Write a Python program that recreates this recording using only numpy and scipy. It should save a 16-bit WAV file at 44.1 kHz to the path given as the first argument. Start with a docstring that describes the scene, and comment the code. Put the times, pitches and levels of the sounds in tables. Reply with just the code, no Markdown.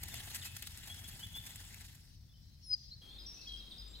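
"""A dense, ticking rustle close to the microphones: a peacock shivers its spread train in an outdoor pen.
Barbs tick and rub, quills clash in short bursts and the fan pushes the air in a low flutter, then it
comes to rest. Small birds chirp around the pen and one whistles close by. After three seconds the
scene cuts to a livelier spot with more birds and a low drone."""
import sys
import numpy as np
from scipy import signal
from scipy.fft import rfft, irfft
from scipy.io import wavfile
from scipy.ndimage import uniform_filter1d

SR = 44100
rng = np.random.default_rng(int(sys.argv[2]) if len(sys.argv) > 2 else 0)


def generate_wav(signal):
    """Clip the signal to [-1, 1] and save it as 16-bit WAV at the path in sys.argv[1]."""
    frames = np.transpose(np.atleast_2d(signal))
    scaled = np.clip(frames, -1, 1) * 32767
    pcm = np.round(scaled).astype(np.int16)
    wavfile.write(sys.argv[1], SR, pcm)


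N = 176400
T = np.arange(N) / SR
CUT_S = 3.015  # from the pen to the livelier spot

# The train's rustle, close up. Each row: time in seconds, relative level in dB.
RUSTLE = [(0, -57), (.15, -48), (.3, -51), (.42, -51.5), (.52, -55.5), (.66, -54.5), (.74, -54.5),
          (.88, -53), (1.01, -56), (1.17, -54), (1.24, -57.5), (1.42, -56), (1.5, -55), (1.66, -55),
          (1.83, -57), (1.95, -64), (2.05, -67.5), (2.2, -77.5)]
# Quills striking. Each row: peak time in seconds, relative level in dB, half length in seconds.
QUILL_CLASHES = [(0.035, -39.5, 0.0027), (0.086, -45.5, 0.0042), (.143, -37.5, 0.0016),
                 (0.303, -49, 0.0064), (.349, -39.5, 0.0038), (0.359, -39.5, 0.0055), (0.457, -42, 0.0086),
                 (0.568, -41, 0.0022), (.6255, -40.5, 0.0019), (0.673, -42.5, 0.0034),
                 (0.775, -43, 0.00076), (.783, -49, .001), (0.877, -47.5, 0.0048), (0.945, -47, 0.0015),
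                 (0.993, -51, 0.0063), (1.041, -55, 0.0018), (1.086, -47, 0.0071), (1.198, -49, 0.0059),
                 (1.269, -50.5, 0.0026), (1.354, -49, 0.0016), (1.368, -47.5, 0.0059), (1.455, -48, 0.0011),
                 (1.469, -46.5, 0.0059), (1.499, -51.5, 0.0074), (1.559, -45.5, 0.0017),
                 (1.744, -46, 0.0013), (1.811, -55.5, .005), (1.858, -57.5, 0.0076), (1.952, -57, 0.004)]
# Colours of the three feather parts. Each row: frequency in Hz, relative level in dB.
BARB_COLOUR = [(300, -29), (1200, -10.5), (2500, -5.5), (4500, -5.5), (6300, -0.5), (7600, 4.5), (9200, 0),
               (11000, 2.5), (13500, -2), (16000, -5)]
SHAFT_COLOUR = [(150, 1), (340, -4), (520, -8.5), (820, 0.5), (1150, -10.5), (1700, 3), (2050, 4.5),
                (2350, -1), (2700, 4.5), (3500, 4.5), (5000, 0.5), (7000, -4), (12000, -27)]
QUILL_COLOUR = [(300, -22.5), (1500, -5.5), (3000, -6), (6000, 0.5), (7600, 0.5), (13000, 2), (16000, -7)]
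# The fan at the two microphones. Each row: frequency in Hz, then, table by table,
# left-right likeness from 0 to 1, left minus right in dB, the left's phase lead in radians.
FAN_LIKENESS = [(6000, .55), (7000, .89)]
FAN_BALANCE = [(200, 5.6), (700, 0.5), (1290, 7.7), (2380, 2.4), (4400, 0.93), (8000, 0.45), (15000, 1.6)]
FAN_PHASE = [(1700, .5), (4100, 2.5), (6100, 4), (6700, -1)]
def train(shakes_per_s=25, settle_s=.009):
    """Close by, bright barbs and duller shafts tick with each shake; quills clash and settle."""
    turns = np.cumsum(shakes_per_s * (1 + .05 * drift(4))) / SR
    shake = amp(1.2 * np.sin(2 * np.pi * turns) + 1.06 * drift(45))
    power = np.zeros(N)
    for s, db, half in QUILL_CLASHES:
        width = np.where(T < s, .6 * half, half)  # rises faster than it falls
        settle = amp(-8) * (T > s) * np.exp(-abs(T - s) / settle_s)
        power += amp(db) ** 2 * (np.exp(-.5 * ((T - s) / width) ** 2) + settle ** 2)
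    clash, rustle = np.sqrt(power), amp(curve(RUSTLE)) * shake
    place = per_bin(FAN_LIKENESS), per_bin(FAN_BALANCE), per_bin(FAN_PHASE)
    quills = amp(-2) * clash * shifting(coloured(ticks(), QUILL_COLOUR, *place))
    barbs = amp(-3) * rustle * coloured(ticks(), BARB_COLOUR, *place)
    shaft_gain = np.hypot(amp(-2.5) * rustle * (T < CUT_S), amp(-7) * clash)
    shafts = shaft_gain * coloured(ticks(), SHAFT_COLOUR, *place)
    return quills + shifting(barbs + shafts)


def ticks(per_s=7000, spread_db=3.2):
    """Feathers touch in dense tiny clicks, a few of them large."""
    size = amp(spread_db * np.minimum(rng.exponential(1, (2, N)), 4.5))
    return np.sign(noise()) * size * (rng.random((2, N)) < per_s / SR)


def shifting(x, depth_db=2.5, patch_hz=700, patch_s=.025, size=128):
    """Other feathers touch from moment to moment, so the colour shifts in patches."""
    spectra = signal.stft(x, nperseg=size)[2]
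    patches = rng.standard_normal(spectra.shape[1:])
    patches = uniform_filter1d(patches, round(patch_hz * size / SR), axis=0)
    patches = unit(uniform_filter1d(patches, round(2 * patch_s * SR / size), axis=1))
    return signal.istft(spectra * unit(amp(depth_db * patches)), nperseg=size)[1][:, :N]


# Air pushed by the fan. Each row: time in seconds, level in dB.
FLUTTER_LEVEL = [(0, -53), (.55, -57), (.85, -56.5), (1.1, -55), (1.5, -56.5), (1.85, -57.5), (2.1, -70)]
# Its colour. Each row: frequency in Hz, relative level in dB.
FLUTTER_SPECTRUM = [(20, -28), (30, -25), (42, -2), (60, 0.5), (95, 3), (160, -7.5), (280, -19.5),
                    (450, -43.5), (1000, -61)]
def flutter():
    """The shaking fan pushes air at the microphones, a little left of centre."""
    air = coloured(noise(), FLUTTER_SPECTRUM, likeness=1, left_db=2.1)
    return amp(curve(FLUTTER_LEVEL)) * (T < CUT_S) * air


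# One bird, close on the left. Each row: time in seconds, pitch in Hz, level in dB.
FALLING_WHISTLE = [(2.625, 5420, -70), (2.637, 5530, -61), (2.69, 5067, -53), (2.716, 5030, -33.5),
                   (2.724, 5006, -37.5), (2.732, 4970, -31), (2.741, 4926, -29), (2.749, 4894, -36.5),
                   (2.754, 4860, -65)]
def whistler(octave_s=2.68, octave_half_s=.021):
    """A whistle slides down, swells and stops short; a faint husky octave colours its start."""
    hz = curve(FALLING_WHISTLE)
    gate = uniform_filter1d(1. * (T > FALLING_WHISTLE[0][0]) * (T < FALLING_WHISTLE[-1][0]), size=150)
    octave = tone(2 * hz * (1 + .007 * drift(500)))
    octave *= amp(-63.5) * np.exp(-.5 * ((T - octave_s) / octave_half_s) ** 2)
    whistle = amp(curve(FALLING_WHISTLE, 2)) * tone(hz, lead=-.78)
    direct = gate * (whistle + octave) * pan(left_db=4.5)
    return direct + amp(-20.5) * pen_echo(direct)


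# Small birds around both spots. Each row: start and length in seconds, pitch in Hz at the start,
# middle and end, level in dB, echo in dB relative to the note.
BIRD_NOTES = [(0.111, 0.053, 3690, 3480, 3500, -57.5, -6), (0.138, .035, 3410, 2910, 2600, -63, 1),
              (.412, 0.034, 3990, 3210, 2480, -56, -2), (0.444, 0.047, 2610, 2560, 2670, -58.5, 0.5),
              (0.896, 0.048, 3324, 3350, 3443, -49.5, -5), (1.038, 0.028, 3220, 3347, 3540, -53, -3),
              (1.199, 0.026, 3070, 2970, 3250, -56.5, 2), (1.226, 0.028, 3230, 3380, 3480, -49, -8),
              (1.338, 0.058, 3350, 3430, 3540, -47.5, -6), (2.291, .042, 3530, 3430, 3540, -70.5, -5),
              (2.337, 0.047, 3080, 3070, 3090, -74, -1), (2.907, 0.025, 4220, 4156, 4030, -51.5, -6.5),
              (2.927, 0.027, 4320, 4430, 4430, -55, -21), (3.015, 0.033, 3230, 3246, 3307, -55.5, 6),
              (3.087, 0.018, 4130, 4220, 4470, -58.5, 10), (3.097, 0.031, 3630, 3492, 3960, -59, 7.5),
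              (3.183, 0.012, 3610, 3780, 3680, -48, 1), (3.186, 0.078, 4970, 5030, 4940, -59, 0.5),
              (3.259, 0.069, 5620, 5520, 5170, -52.5, -3), (3.335, .05, 5940, 5940, 5450, -59.5, 0),
              (3.369, 0.101, 2516, 2680, 2530, -66.5, -5.5), (3.409, 0.021, 5990, 4655, 3870, -54, 2),
              (3.467, 0.098, 3297, 3265, 3203, -50, -3), (3.484, 0.03, 4380, 3963, 4140, -53.5, 1.5),
              (3.568, 0.035, 5090, 5010, 5000, -58.5, -3), (3.599, 0.015, 3730, 3860, 4370, -53, 2),
              (3.654, 0.027, 3640, 4010, 4220, -65, 6), (3.707, 0.034, 3623, 3680, 3630, -57.5, -0.5),
              (3.708, 0.028, 4534, 3825, 2880, -56.5, 1), (3.779, 0.053, 4994, 4995, 4980, -54, -3.5),
              (3.815, 0.024, 3640, 3700, 2980, -54.5, 0.5), (3.931, 0.039, 3580, 3910, 4130, -55.5, 2.5),
              (3.515, .06, 8570, 8600, 8650, -73, -4), (3.69, .075, 8780, 8480, 8600, -74.5, -3),
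              (3.875, 0.073, 7700, 7470, 7500, -68, -4), (3.947, 0.015, 3700, 3150, 3020, -56, -5)]
def birds(rise_s=.0056, fall_s=.0074):
    """Short wavering near-sine chirps, each ringing on in the pen."""
    direct, to_echo = np.zeros((2, 2, N))
    waver, flicker = drift(148.5), amp(2.5 * drift(77))
    for s, length, start_hz, middle_hz, end_hz, db, echo_db in BIRD_NOTES:
        t = np.arange(0, length, 1 / SR)
        at = (round(s * SR) + np.arange(len(t))) % N
        hz = np.polyval(np.polyfit([0, .5, 1], [start_hz, middle_hz, end_hz], 2), t / length)
        depth = .0046 + .06 * abs(end_hz - start_hz) / middle_hz  # wide glides waver more
        hz *= 1 + depth * waver[at]
        shape = np.minimum(t / rise_s, 1) * np.minimum((length - t) / fall_s, 1) * flicker[at]
        note = amp(db) * shape * tone(hz, lead=1.3 if s > CUT_S else -.65) * pan(left_db=2)
        add(direct, s, note)
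        add(to_echo, s, amp(echo_db) * note)
    return direct + pen_echo(to_echo)


# The drone at the second spot. Each row: time in seconds, level in dB.
DRONE_SWELLS = [(3.04, -68), (3.13, -57), (3.27, -54.5), (3.4, -70), (3.52, -51.5), (3.64, -55.5),
                (3.75, -67), (3.82, -51), (4, -55.5)]
def drone(hz=52.7):
    """A low wavering tone swells three times, louder in the left microphone."""
    fade_in = np.clip((T - CUT_S) / .02, 0, 1)
    return fade_in * amp(curve(DRONE_SWELLS)) * tone(hz * (1 + .033 * drift(14))) * pan(left_db=5)


# Birds far from the microphones. Each row: time in seconds, level in dB.
TWITTER_LEVEL = [(0, -67), (2.09, -69.5), (2.18, -69), (2.28, -74.5), (2.43, -70.5), (2.62, -68),
                 (2.74, -61), (2.9, -62.5), (3.01, -70), (3.25, -86), (3.42, -57.5), (3.6, -71), (4, -91)]
# Their colour. Each row: frequency in Hz, relative level in dB.
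TWITTER_SPECTRUM = [(2200, -28), (3200, -8), (4200, 4.5), (5400, 5.5), (6500, -3)]
def far_birds(chips_per_s=150, chip_s=.0161):
    """Many quick falling chips arrive mostly as echo and blur into a twitter."""
    gain = amp(curve(TWITTER_LEVEL) + 1.7 * drift(24))
    chips, t = np.zeros((2, N)), np.arange(0, chip_s, 1 / SR)
    for when, pitch, side in rng.random((int(chips_per_s * N / SR), 3)):
        hz = (3300 + 4000 * pitch) * (1 - .252 * t / chip_s)
        add(chips, when * N / SR, np.hanning(len(t)) * tone(hz, lead=np.pi * (2 * side - 1)))
    blur = .33 * chips + pen_echo(chips)
    return gain * coloured(blur, TWITTER_SPECTRUM, likeness=.033, left_db=3.7)


# Open air at the pen and at the second spot. Each row: frequency in Hz, relative level in dB.
PEN_AIR = [(20, -30), (40, -1.5), (95, -0.5), (160, -9.5), (230, -19.5), (400, -34), (1500, -44.5),
           (2600, -45.5), (5000, -42.5), (8000, -54), (16000, -41)]
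SECOND_SPOT_AIR = [(20, 0), (50, -5), (85, 3), (130, -2.5), (200, -5), (600, -17), (1000, -20),
                   (2200, -22.5), (4000, -14.5), (7000, -29.5), (16000, -31)]
# The air at the two microphones. Each row: frequency in Hz, then left-right likeness from 0 to 1
# in the first table, left minus right in dB in the second.
AIR_LIKENESS = [(60, 1), (130, 0.84), (300, 0.35), (1000, 0.18), (6000, 1)]
AIR_BALANCE = [(60, 3.5), (200, 1.5), (16000, -1.5)]
def open_air():
    """Steady outdoor rumble and hiss, switching from one spot to the other at the cut."""
    after = np.clip((T - CUT_S) / .0043, 0, 1)
    place = per_bin(AIR_LIKENESS), per_bin(AIR_BALANCE)
    first = amp(-57.5) * coloured(noise(), PEN_AIR, *place)
    second = amp(-59.5) * coloured(noise(), SECOND_SPOT_AIR, *place)
    return (1 - after) * first + after * second


def pen_echo(x, t60_s=.9, delay_s=.01):
    """Scattered reflections from the enclosure, different at each microphone."""
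    t = T[:SR]
    tail = rng.standard_normal((2, SR)) * (rng.random((2, SR)) < .06)
    tail *= amp(-60 * t / t60_s) * (t > delay_s)
    tail /= np.linalg.norm(tail, axis=1, keepdims=True)
    return signal.fftconvolve(x, tail, axes=1)[:, :N]


def tone(hz, lead=0):
    """A sine following a pitch curve; the left microphone leads by `lead` radians."""
    phase = 2 * np.pi * np.cumsum(hz) / SR
    return np.sqrt(2) * np.sin(phase + np.array([[.5], [-.5]]) * lead)


def coloured(pair, colour, likeness, left_db, lead=0):
    """Gives two unrelated signals a spectrum and a place between the microphones, at rms 1."""
    left, other = rfft(pair)
    right = (likeness * left + np.sqrt(1 - likeness ** 2) * other) * np.exp(-1j * lead)
    return unit(irfft(np.array([left, right]) * amp(per_bin(colour)) * pan(left_db), N))


def amp(db):
    """Decibels to gain."""
    return 10 ** (np.asarray(db) / 20)


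def unit(x):
    """Scales to rms 1."""
    return x / np.sqrt(np.mean(x ** 2) + 1e-20)


def curve(points, column=1):
    """A table over time, at every sample."""
    rows = np.array(points)
    return np.interp(T, rows[:, 0], rows[:, column])


def per_bin(points):
    """A table over log frequency, at every bin."""
    hz, value = np.transpose(points)
    return np.interp(np.log(np.fft.rfftfreq(N, 1 / SR) + 1), np.log(hz), value)


def drift(rate_hz):
    """Random wander of rms 1, mostly below rate_hz."""
    rolloff = 1 + (np.fft.rfftfreq(N, 1 / SR) / rate_hz) ** 4
    return unit(irfft(rfft(rng.standard_normal(N)) / rolloff, N))


def pan(left_db):
    """Channel gains, the left louder by left_db."""
    return amp(np.array([[.5], [-.5]]) * left_db)


def noise():
    """Two channels of white noise."""
    return rng.standard_normal((2, N))


def add(mix, s, sound):
    """Mixes a sound in at s seconds."""
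    part = mix[:, round(s * SR):][:, :sound.shape[1]]
    part += sound[:, :part.shape[1]]


def scene():
    """The peacock in front, small birds around it, the drone and open air behind."""
    return train() + flutter() + whistler() + birds() + drone() + open_air() + far_birds()


def record(dry, edge_hz=15900):
    """The recorder cuts off the highest treble."""
    lowpass = signal.firwin(511, edge_hz, window=("kaiser", 9), fs=SR)
    return signal.oaconvolve(dry, lowpass[None], "same")


dry = scene()
out = record(dry)
generate_wav(out)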